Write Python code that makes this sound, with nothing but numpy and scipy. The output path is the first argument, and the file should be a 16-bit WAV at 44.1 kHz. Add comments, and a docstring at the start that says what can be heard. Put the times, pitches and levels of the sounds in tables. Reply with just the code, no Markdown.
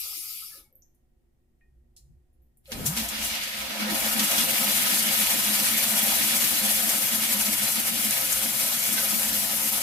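"""A toilet flush valve in a small hard-walled restroom, heard at two microphones over a faint ventilation hum.
The supply stop hisses and sings (coloured noise) and is shut among single bubbles (decaying sines).
Its fittings tick (noise snaps, ringing modes), the pipes thud, a hand rustles and then presses the lever.
Trapped air gulps (gliding sines) and spits (noise bursts), water sloshes into the pipe and roars into the bowl:
bright spray, bubbling splash and the throbbing hollow of the bowl, all shaped from noise; one late splash."""
import sys
import numpy as np
from scipy import signal
from scipy.fft import rfft, irfft, next_fast_len
from scipy.io import wavfile
from scipy.ndimage import uniform_filter1d, map_coordinates

SR = 44100
rng = np.random.default_rng(int(sys.argv[2]) if len(sys.argv) > 2 else 0)


def master(y):
    """Save y as 16-bit WAV."""
    cut = np.clip(np.atleast_2d(y).T, -1, 1)
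    pcm = np.round(cut * 32767)  # scale
    wavfile.write(sys.argv[1], SR, pcm.astype(np.int16))


N = 433062
TIME = np.arange(N) / SR  # s

# the valve opens, the pipe fills, the jets reach full flow and slowly ease; levels before each sound's trim:
# time_s, spray_db, splash_db, gurgle_db
FLOW_LEVELS = [(2.65, -67, -79, -84.5), (2.73, -46, -48, -51.5), (2.92, -37, -45, -46),
               (3.24, -40.5, -35, -44.5), (3.52, -39.5, -37, -48), (3.85, -40, -35.5, -38.5),
               (3.94, -29, -34.5, -38), (4.7, -25.5, -31.5, -39.5), (6.3, -25, -33, -40.5),
               (7.8, -26.5, -35.5, -43), (9.82, -26.5, -37.5, -42.5)]


def amp(db):
    """Decibels to gain."""
    return 10 ** (np.asarray(db) / 20)


def unit(x):
    """Scale to rms 1."""
    return x / np.sqrt(np.mean(x ** 2) + 1e-20)


def along(points, hz):
    """Interpolate (Hz, value) points on a log frequency axis."""
    f, v = np.transpose(points)
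    return np.interp(np.log(hz + 1), np.log(f + 1), v)


def levels(rows):
    """One gain per sample for each dB column, fading to -120 dB outside the rows."""
    s, *columns = np.transpose(rows)
    knots = np.r_[s[0] - .04, s, s[-1] + .06]
    return [amp(np.interp(TIME, knots, np.r_[-120, column, -120])) for column in columns]


def wobble(rate):
    """A smooth random curve with rate knots a second."""
    knots = rng.standard_normal(int(N * rate / SR) + 4)
    return map_coordinates(knots, [TIME * rate])


def filtered(x, response):
    """Filter x by a response given as a function of frequency."""
    m = next_fast_len(N + SR // 2)
    hz = np.fft.rfftfreq(m, 1 / SR)
    return irfft(rfft(x, m) * response(hz), m)[..., :N]


def ringing(modes, hz):
    """Summed complex response of (Hz, width Hz, dB) resonances, alternating in sign."""
    total = 0
    for k, (centre, width, db) in enumerate(modes):
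        damping = 1j * hz * width
        total = total + (-1) ** k * amp(db) * damping / (centre * centre - hz * hz + damping)
    return total


def colour(spectrum, modes, hz):
    """A broad spectrum with resonances standing on it."""
    return np.hypot(amp(along(spectrum, hz)), np.abs(ringing(modes, hz)))


def noise():
    """Two unrelated white noises."""
    return rng.standard_normal((2, N))


def patchy(depth_db):
    """Turbulence: noise whose strength varies in patches of time and pitch."""
    z = signal.stft(noise(), nperseg=512)[2]
    field = uniform_filter1d(rng.standard_normal(z.shape[1:]), size=7, axis=0)  # smooth over pitch
    field = uniform_filter1d(field, size=9, axis=1)  # smooth over time
    return unit(signal.istft(z * amp(depth_db * unit(field)), nperseg=512)[1][:, :N])


def placed(pair, response):
    """Colour a pair and spread it over the two microphones, rms 1; the bright valve is on the left."""
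    # likeness of the two microphones: frequency_hz, correlation
    alike = [(60, 0.94), (140, 0.77), (280, 0.55), (600, 0.24), (1000, -0.11), (2200, -0.07), (6600, 0.028),
             (7600, 0.67), (11500, .87), (13000, 0.81), (15500, 0.25)]
    # balance of the microphones: frequency_hz, left_minus_right_db
    lean = [(60, -2), (110, 3.5), (200, -1), (380, 0.5), (700, 1), (1290, -3.5), (2380, -3), (4400, 1.5),
            (8120, 2.5), (15000, 8)]

    def mid_side(hz):
        turn = np.arccos(np.clip(along(alike, hz), -1, 1)) / 2
        return response(hz) * np.array([np.cos(turn), np.sin(turn)])

    mid, side = filtered(pair, mid_side)
    stereo = np.array([mid + side, mid - side])
    return unit(filtered(stereo, lambda hz: amp(np.outer([.5, -.5], along(lean, hz)))))


def burst(s, rise, t60):
    """A swell, its last 9 dB in rise seconds, up to time s, then a decay of 60 dB in t60 seconds."""
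    db = np.where(TIME < s, 9 * (TIME - s) / max(rise, 1e-4), 60 * (s - TIME) / t60)
    return amp(np.maximum(db, -200))


def swells(rows, rise, t60):
    """Summed envelope of (s, dB) events that share one rise and decay."""
    return sum(amp(db) * burst(s, rise, t60) for s, db in rows)


def ventilation():
    """A faint fan rush: noise with duct resonances, and two wavering sines of motor hum."""
    # motor hum: pitch_hz, level_db (rms, centre of its wobble)
    motor = [(59.2, -77.5), (134.6, -80.5)]
    # fan rush: frequency_hz, density_db (relative, per Hz)
    rush = [(20, 4), (60, 2), (100, -6.5), (135, -11.5), (180, -14.5), (240, -11), (290, -18.5),
            (350, -13.5), (450, -23), (750, -26), (1200, -34), (2000, -34), (4000, -39.5), (15500, -41.5)]
    # duct resonances: centre_hz, width_hz, level_db (relative)
    duct = [(235.6, 6, -2), (354.5, 7.8, -3.5), (523, 6, -14), (734, 6, -12.5), (1890, 25, -23.5)]
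    drift = .3 * wobble(2)  # radians
    hum = 0
    for hz, db in motor:
        level = np.sqrt(2) * amp(db + 1.5 * wobble(3.2))
        hum = hum + level * np.sin(2 * np.pi * hz * TIME + drift)
    return hum + amp(-65.5) * placed(noise(), lambda hz: colour(rush, duct, hz))


def supply_stop():
    """Water squeezes through the closing stop as hissing noise and sings unsteadily in the metal body."""
    # the stop is screwed shut: time_s, hiss_db (before the jet's trim)
    closing = [(0, -33.5), (.36, -36.5), (.49, -43.5), (.58, -47), (.71, -79)]
    # jet noise: frequency_hz, density_db (relative, per Hz)
    jet_spectrum = [(1750, -46), (2300, -16), (3800, -7.5), (5000, -7.5), (6800, -9), (9500, -7),
                    (11500, -2), (12800, -9), (14000, -8.5), (15500, -5.5)]
    # resonances on the jet: centre_hz, width_hz, level_db (relative)
    jet_modes = [(2280, 1000, -8), (4780, 360, -1.5), (5500, 480, -4), (8830, 200, -3.5), (11150, 250, 2),
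                 (11800, 200, -5), (12700, 200, 5), (13550, 150, -4.5)]
    # whistling resonances, each passed twice: centre_hz, width_hz (of one pass), level_db (relative)
    whistle_modes = [(540, 90, -13), (840, 160, -9.5), (1285, 170, 2)]
    whistle_db, whistle_follows = -33, .7  # centre level for a tabled hiss of 0 dB; its dB per dB of hiss

    def jet_response(hz):
        low_cut = hz ** 16 / (hz ** 16 + 2000 ** 16)
        return colour(jet_spectrum, jet_modes, hz) * low_cut

    def whistle_response(hz):
        return sum(amp(db) * ringing([(c, w, 0)], hz) ** 2 for c, w, db in whistle_modes)

    hiss, = levels(closing)
    jet = placed(patchy(depth_db=2.3), jet_response)
    tone = placed(patchy(depth_db=4.0), whistle_response)
    whistle = amp(whistle_db + 3.2 * wobble(30)) * hiss ** whistle_follows
    return amp(2) * hiss * jet + whistle * tone


def plops():
    """Single bubbles, as the stop closes and in the bowl, ring briefly as sines at a wavering pitch."""
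    # time_s, pitch_hz, peak_db (before flutter), t60_s
    bubble_rows = [(.06, 526, -61, 0.16), (.175, 320, -57, 0.19), (.52, 1710, -55, 0.24),
                   (.54, 1280, -56, 0.2), (.555, 540, -60, .25), (.58, 340, -59, .2),
                   (.652, 2220, -69, .22), (.66, 860, -75, .25), (.725, 527, -66, 0.31),
                   (8.98, 2080, -30, .07), (8.984, 1530, -28.5, 0.069)]
    flutter_db, waver = 2 * wobble(74), 1.0 * wobble(120)  # waver in radians
    out = 0
    for s, hz, db, t60 in bubble_rows:
        out = out + amp(db + flutter_db) * burst(s, 0.0072, t60) * np.sin(2 * np.pi * hz * TIME + waver)
    return out


def ticks():
    """Each small sound cracks, snaps and rings one region of the valve body's modes; the room adds a tail."""
    # metal fittings and lever, with a hand rustle at 2.33 and 2.42 s:
    # time_s, snap_db, ring_db, centre_hz, width_octaves, t60_s (snap takes half)
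    tick_rows = [(.727, -64, -68, 13000, .08, .06), (.754, -51, -62, 12900, .08, .06),
                 (.822, -60, -66, 6240, .13, 0.2), (.948, -71, -77, 13300, 0.62, 0.11),
                 (1.61, -79, -65.5, 2070, .28, .1), (1.965, -53.3, -59, 7000, 0.74, 0.25),
                 (2.33, -82, -79, 11500, .2, .2), (2.42, -75, -76, 13000, .16, .5),
                 (2.572, -65, -68, 11100, 0.37, .15), (2.657, -60, -56, 3200, 0.44, .2),
                 (2.719, -41, -44, 3600, .8, .08)]
    # modes of the chrome valve body: pitch_hz, level_db (relative), t60_s
    metal = [(1860, 4, 0.25), (2471, -1.5, 0.21), (3100, -15.5, 0.19), (4200, 4, 0.17), (5180, 1, 0.14),
             (5860, -7.5, 0.12), (7170, -5, .25), (8700, 1.5, .13), (11000, 3, .14), (12800, 0, .16)]
    crack_db, crack_t60_s = 4, 0.0041  # the first instant of each sound, over its snap
    waver_rad, waver_rate = 0.65, 180  # roughness of the ring: depth, knots a second
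    white = noise()
    t = np.arange(SR // 2) / SR
    waver = waver_rad * wobble(waver_rate)[:len(t)]
    out = np.zeros((2, N))
    for s, snap_db, ring_db, centre_hz, octaves, t60 in tick_rows:
        region = lambda hz: np.exp(-.5 * (np.log2((hz + 1) / centre_hz) / octaves) ** 2)
        crack = amp(crack_db) * burst(s, 0.00027, crack_t60_s)
        snap = burst(s, .0003, t60 / 2)
        tail = 0.27 * burst(s, .002, 0.45)
        out += amp(snap_db) * (crack + snap + tail) * unit(filtered(white, region))
        ring = 0
        for hz, db, life in metal:
            turns = hz * t + rng.uniform(size=(2, 1))  # random phase at each microphone
            ring = ring + region(hz) * amp(db - 60 * t / life) * np.sin(2 * np.pi * turns + waver)
        onset = 1 - np.exp(-t / .003)
        out[:, round(s * SR):][:, :len(t)] += amp(ring_db) * ring * onset
    return out


def plumbing():
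    """Low noise: the pipes thud when handled or hit by a surge, and tremble with the flow."""
    # low thuds: time_s, level_db
    thuds = [(1.77, -58.5), (2.11, -50), (2.4, -61), (2.76, -47), (2.87, -42), (3.05, -46), (3.24, -45.5),
             (3.61, -52), (3.96, -47), (8.37, -53), (9.25, -49)]
    # pipe rumble: frequency_hz, density_db (relative, per Hz)
    rumble_spectrum = [(15, -12), (40, -3), (60, 9.5), (95, -8), (135, -1), (170, -14), (260, -33),
                       (600, -60)]
    tremble_db = -33.5  # centre level, relative to the tabled spray
    rumble = placed(noise(), lambda hz: amp(along(rumble_spectrum, hz)))
    tremble = amp(tremble_db + 2.1 * wobble(6.5)) * levels(FLOW_LEVELS)[0]
    return np.hypot(tremble, swells(thuds, rise=.06, t60=.55)) * rumble


def droplets(count, spread_db):
    """Tiny impacts of differing size at random times."""
    at = rng.integers(0, N, count)
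    size = amp(spread_db * rng.uniform(size=count))
    return unit(np.array([np.bincount(at, size * rng.standard_normal(count), N) for _ in range(2)]))


def bubbles(count, centre_hz, spread, cycles):
    """Each bubble rings for a few cycles at the pitch of its size."""
    t = np.arange(SR // 100) / SR
    hz = centre_hz * np.exp(spread * rng.standard_normal((count, 1)))
    age = t * hz / cycles
    ring = np.sin(2 * np.pi * hz * t) * np.exp(-age) * (1 - np.exp(-10 * age))
    at = (rng.integers(0, N, (count, 1)) + np.arange(len(t))).ravel()
    sides = []
    for _ in range(2):
        strength = rng.standard_normal((count, 1))
        sides.append(np.bincount(at, (ring * strength).ravel(), N)[:N])
    return unit(np.array(sides))


def flush():
    """Rim jets spray the china and churn the pool; one unsteady flow drives all three noises."""
    # spectra: frequency_hz, density_db (relative, per Hz)
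    spray_spectrum = [(2000, -36.5), (4500, -9.5), (6000, -5.5), (7500, -5), (9500, -3), (11000, -0.5),
                      (12500, -1.5), (14000, -4.5), (15500, -8.5)]
    splash_spectrum = [(800, -21), (1400, -7.5), (2200, 1.5), (3500, 1.5), (4500, 0), (6000, -3),
                       (8000, -14), (15000, -45)]
    gurgle_spectrum = [(200, -33), (330, -9), (405, -17), (520, -5), (750, -7), (1000, -2.5), (1150, -17.5),
                       (1400, -3.5), (2000, -5.5), (4000, -39)]
    # resonances: centre_hz, width_hz, level_db (relative)
    splash_modes = [(1856, 25, -3), (2058, 50, -4), (2205, 30, 0), (2830, 55, -1), (3078, 60, -2),
                    (3366, 38, -1)]
    gurgle_modes = [(531.7, 14.5, 6), (625, 73, -0.5), (695, 26, 5.5), (786.5, 12.7, 6.5), (944, 130, -1.5),
                    (1290, 40, 4), (1442, 8.9, 3.5)]
    spray, splash, gurgle = levels(FLOW_LEVELS)
    surge = 0.13 * wobble(14) + 0.83 * wobble(45)  # dB
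    mist = patchy(depth_db=1.3) + .45 * droplets(count=50000, spread_db=13)
    fizz = .25 * bubbles(count=10000, centre_hz=3000, spread=.55, cycles=4)
    churn = patchy(depth_db=1.2) + fizz
    pool = patchy(depth_db=1.7)
    spray_sound = placed(mist, lambda hz: amp(along(spray_spectrum, hz)))
    splash_sound = placed(churn, lambda hz: colour(splash_spectrum, splash_modes, hz))
    gurgle_sound = placed(pool, lambda hz: colour(gurgle_spectrum, gurgle_modes, hz))
    return (spray * amp(1.6 + surge + 1.1 * wobble(65)) * spray_sound
            + splash * amp(4.0 + surge + 0.77 * wobble(32)) * splash_sound
            + gurgle * amp(4.0 + surge) * gurgle_sound)


def bowl():
    """Resonant noise: the hollow bowl throbs with the churning pool and glugs; the trapway drones with the flow."""
    # hollow of the bowl: centre_hz, width_hz, level_db (relative)
    hollow_modes = [(211.7, 12.8, 1), (245, 27, -10), (298, 19, -10)]
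    # the strongest glugs: time_s, level_db
    glugs = [(2.99, -38), (3.25, -52), (3.91, -30), (4.17, -30), (4.44, -35), (4.66, -33), (6.03, -34),
             (6.35, -36), (6.45, -36.5), (7.14, -34), (7.3, -36), (7.49, -33.5), (7.92, -32.5), (8.46, -39),
             (8.94, -37), (9.13, -30.5)]
    hollow_db, hollow_follows = 15, 1.357  # centre level for a tabled gurgle of 0 dB; its dB per dB of gurgle
    throb_db, throb_rate = 3.6, 24  # random throbbing: depth, knots a second
    trap_db = -27.5  # relative to the tabled spray

    def hollow_response(hz):
        high_cut = 1 / (1 + (hz / 350) ** 8)
        low_cut = hz ** 4 / (hz ** 4 + 150 ** 4)
        return ringing(hollow_modes, hz) * high_cut * low_cut

    spray, _, gurgle = levels(FLOW_LEVELS)
    drone = placed(noise(), hollow_response)
    trap = placed(noise(), lambda hz: ringing([(130.0, 47, 0)], hz) ** 2)
    throb = amp(hollow_db + throb_db * wobble(throb_rate)) * gurgle ** hollow_follows
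    return np.hypot(throb, swells(glugs, rise=0.017, t60=0.26)) * drone + amp(trap_db) * spray * trap


def gulps():
    """Trapped air swells and fades as a sine, gliding in pitch as water squeezes and jostles its pocket."""
    # start_s, length_s, first_hz, last_hz (before jostling), peak_db (before flutter)
    pockets = [(2.678, .06, 600, 430, -42.5), (2.855, 0.073, 123.8, 175, -28.5),
               (2.899, 0.082, 165.3, 217, -35), (2.96, .075, 216.5, 238, -31.5), (3.86, .03, 600, 483, -36),
               (3.878, 0.11, 335, 293, -34), (8.898, 0.036, 2780, 3600, -37)]
    jostle = 1 + .07 * wobble(170)  # random share of the pitch
    flutter = amp(2.5 * wobble(110))
    out = np.zeros(N)
    for s, length, first_hz, last_hz, db in pockets:
        age = np.clip((TIME - s) / length, 0, 1)
        pitch = (first_hz + (last_hz - first_hz) * age) * jostle
        out += amp(db) * np.sin(np.pi * age) * np.sin(2 * np.pi * np.cumsum(pitch) / SR)
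    return flutter * out


def inrush():
    """The first water slams into the empty pipe and tumbles down it: one dull slosh of noise."""
    # slosh: frequency_hz, density_db (relative, per Hz)
    slosh = [(50, -9), (105, 2), (250, -2.5), (330, -9), (550, -8), (900, -25), (2000, -60)]
    lever_s = 2.715  # the valve opens
    opened = np.clip((TIME - lever_s) / .01, 0, 1)
    envelope = amp(-34.5) * opened * burst(2.825, rise=.11, t60=.35)
    return envelope * placed(noise(), lambda hz: amp(along(slosh, hz)))


def spits():
    """Air spits out of the jets with the water, and one splash at 8.98 s: sharp noise hiss and lower spatter."""
    # time_s, peak_db (hiss), spatter_db (over the hiss, before its trim), rise_s, t60_s
    spit_rows = [(2.719, -35.5, 9.5, 0.00031, 0.095), (2.864, -19, -8, 0.0051, 0.15),
                 (2.974, -26.5, 3.5, 0.012, 0.35), (3.089, -28.5, -12, 0.004, 0.087),
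                 (3.25, -27, -20, 0.041, 0.45), (3.435, -33, 3, 0.0072, 0.11),
                 (4.196, -21.5, 5, 0.0029, 0.1), (4.314, -22, 1, .003, 0.13), (4.381, -24, 6, .002, 0.094),
                 (4.408, -25.5, 2, .004, 0.16), (6.365, -22, -5, .01, 0.12), (6.442, -24.5, 3, .003, 0.12),
                 (6.894, -18.5, -31, .002, 0.068), (8.109, -15, -14, .0003, .012),
                 (8.328, -20, -20, .006, 0.078), (8.98, -40, 16.5, 0.022, 0.19)]
    hiss = sum(amp(db) * burst(s, rise, t60) for s, db, low_db, rise, t60 in spit_rows)
    spatter = sum(amp(db + low_db) * burst(s, rise, t60) for s, db, low_db, rise, t60 in spit_rows)
    # (Hz, relative dB per Hz)
    sharp = [(2000, -33), (6000, 4.5), (11000, 4.0), (15500, -0.5)]
    low = [(200, -6.5), (700, -5.0), (3000, 5), (6000, 2.5), (12000, -38)]
    return (hiss * placed(noise(), lambda hz: amp(along(sharp, hz)))
            + amp(-4.0) * spatter * placed(noise(), lambda hz: amp(along(low, hz))))


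def walls(x, count):
    """Nearby tile and china return weak early copies that comb the treble."""
    copy_db, near_s, far_s, low_cut_hz = -18.5, .0012, .012, 1385  # each copy against the direct sound
    treble = filtered(x, lambda hz: hz ** 4 / (hz ** 4 + low_cut_hz ** 4))
    delays = np.abs(rng.uniform(near_s, far_s, count) * SR).astype(int)
    copies = sum(np.pad(treble, ((0, 0), (d, 0)))[:, :N] for d in delays)
    keep_power = np.sqrt(1 + count * amp(copy_db) ** 2)
    return x - treble + (treble + amp(copy_db) * copies) / keep_power


def scene():
    """All sources at the two microphones, the bright ones combed by the walls."""
    bright = walls(supply_stop() + ticks() + flush() + spits(), count=10)
    return bright + plops() + inrush() + bowl() + plumbing() + gulps() + ventilation()


def record(dry):
    """The recorder cuts off steeply above its band limit."""
    top_hz = 15560
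    return filtered(dry, lambda hz: 1 / (1 + (hz / top_hz) ** 300))


dry = scene()
out = record(dry)
master(out)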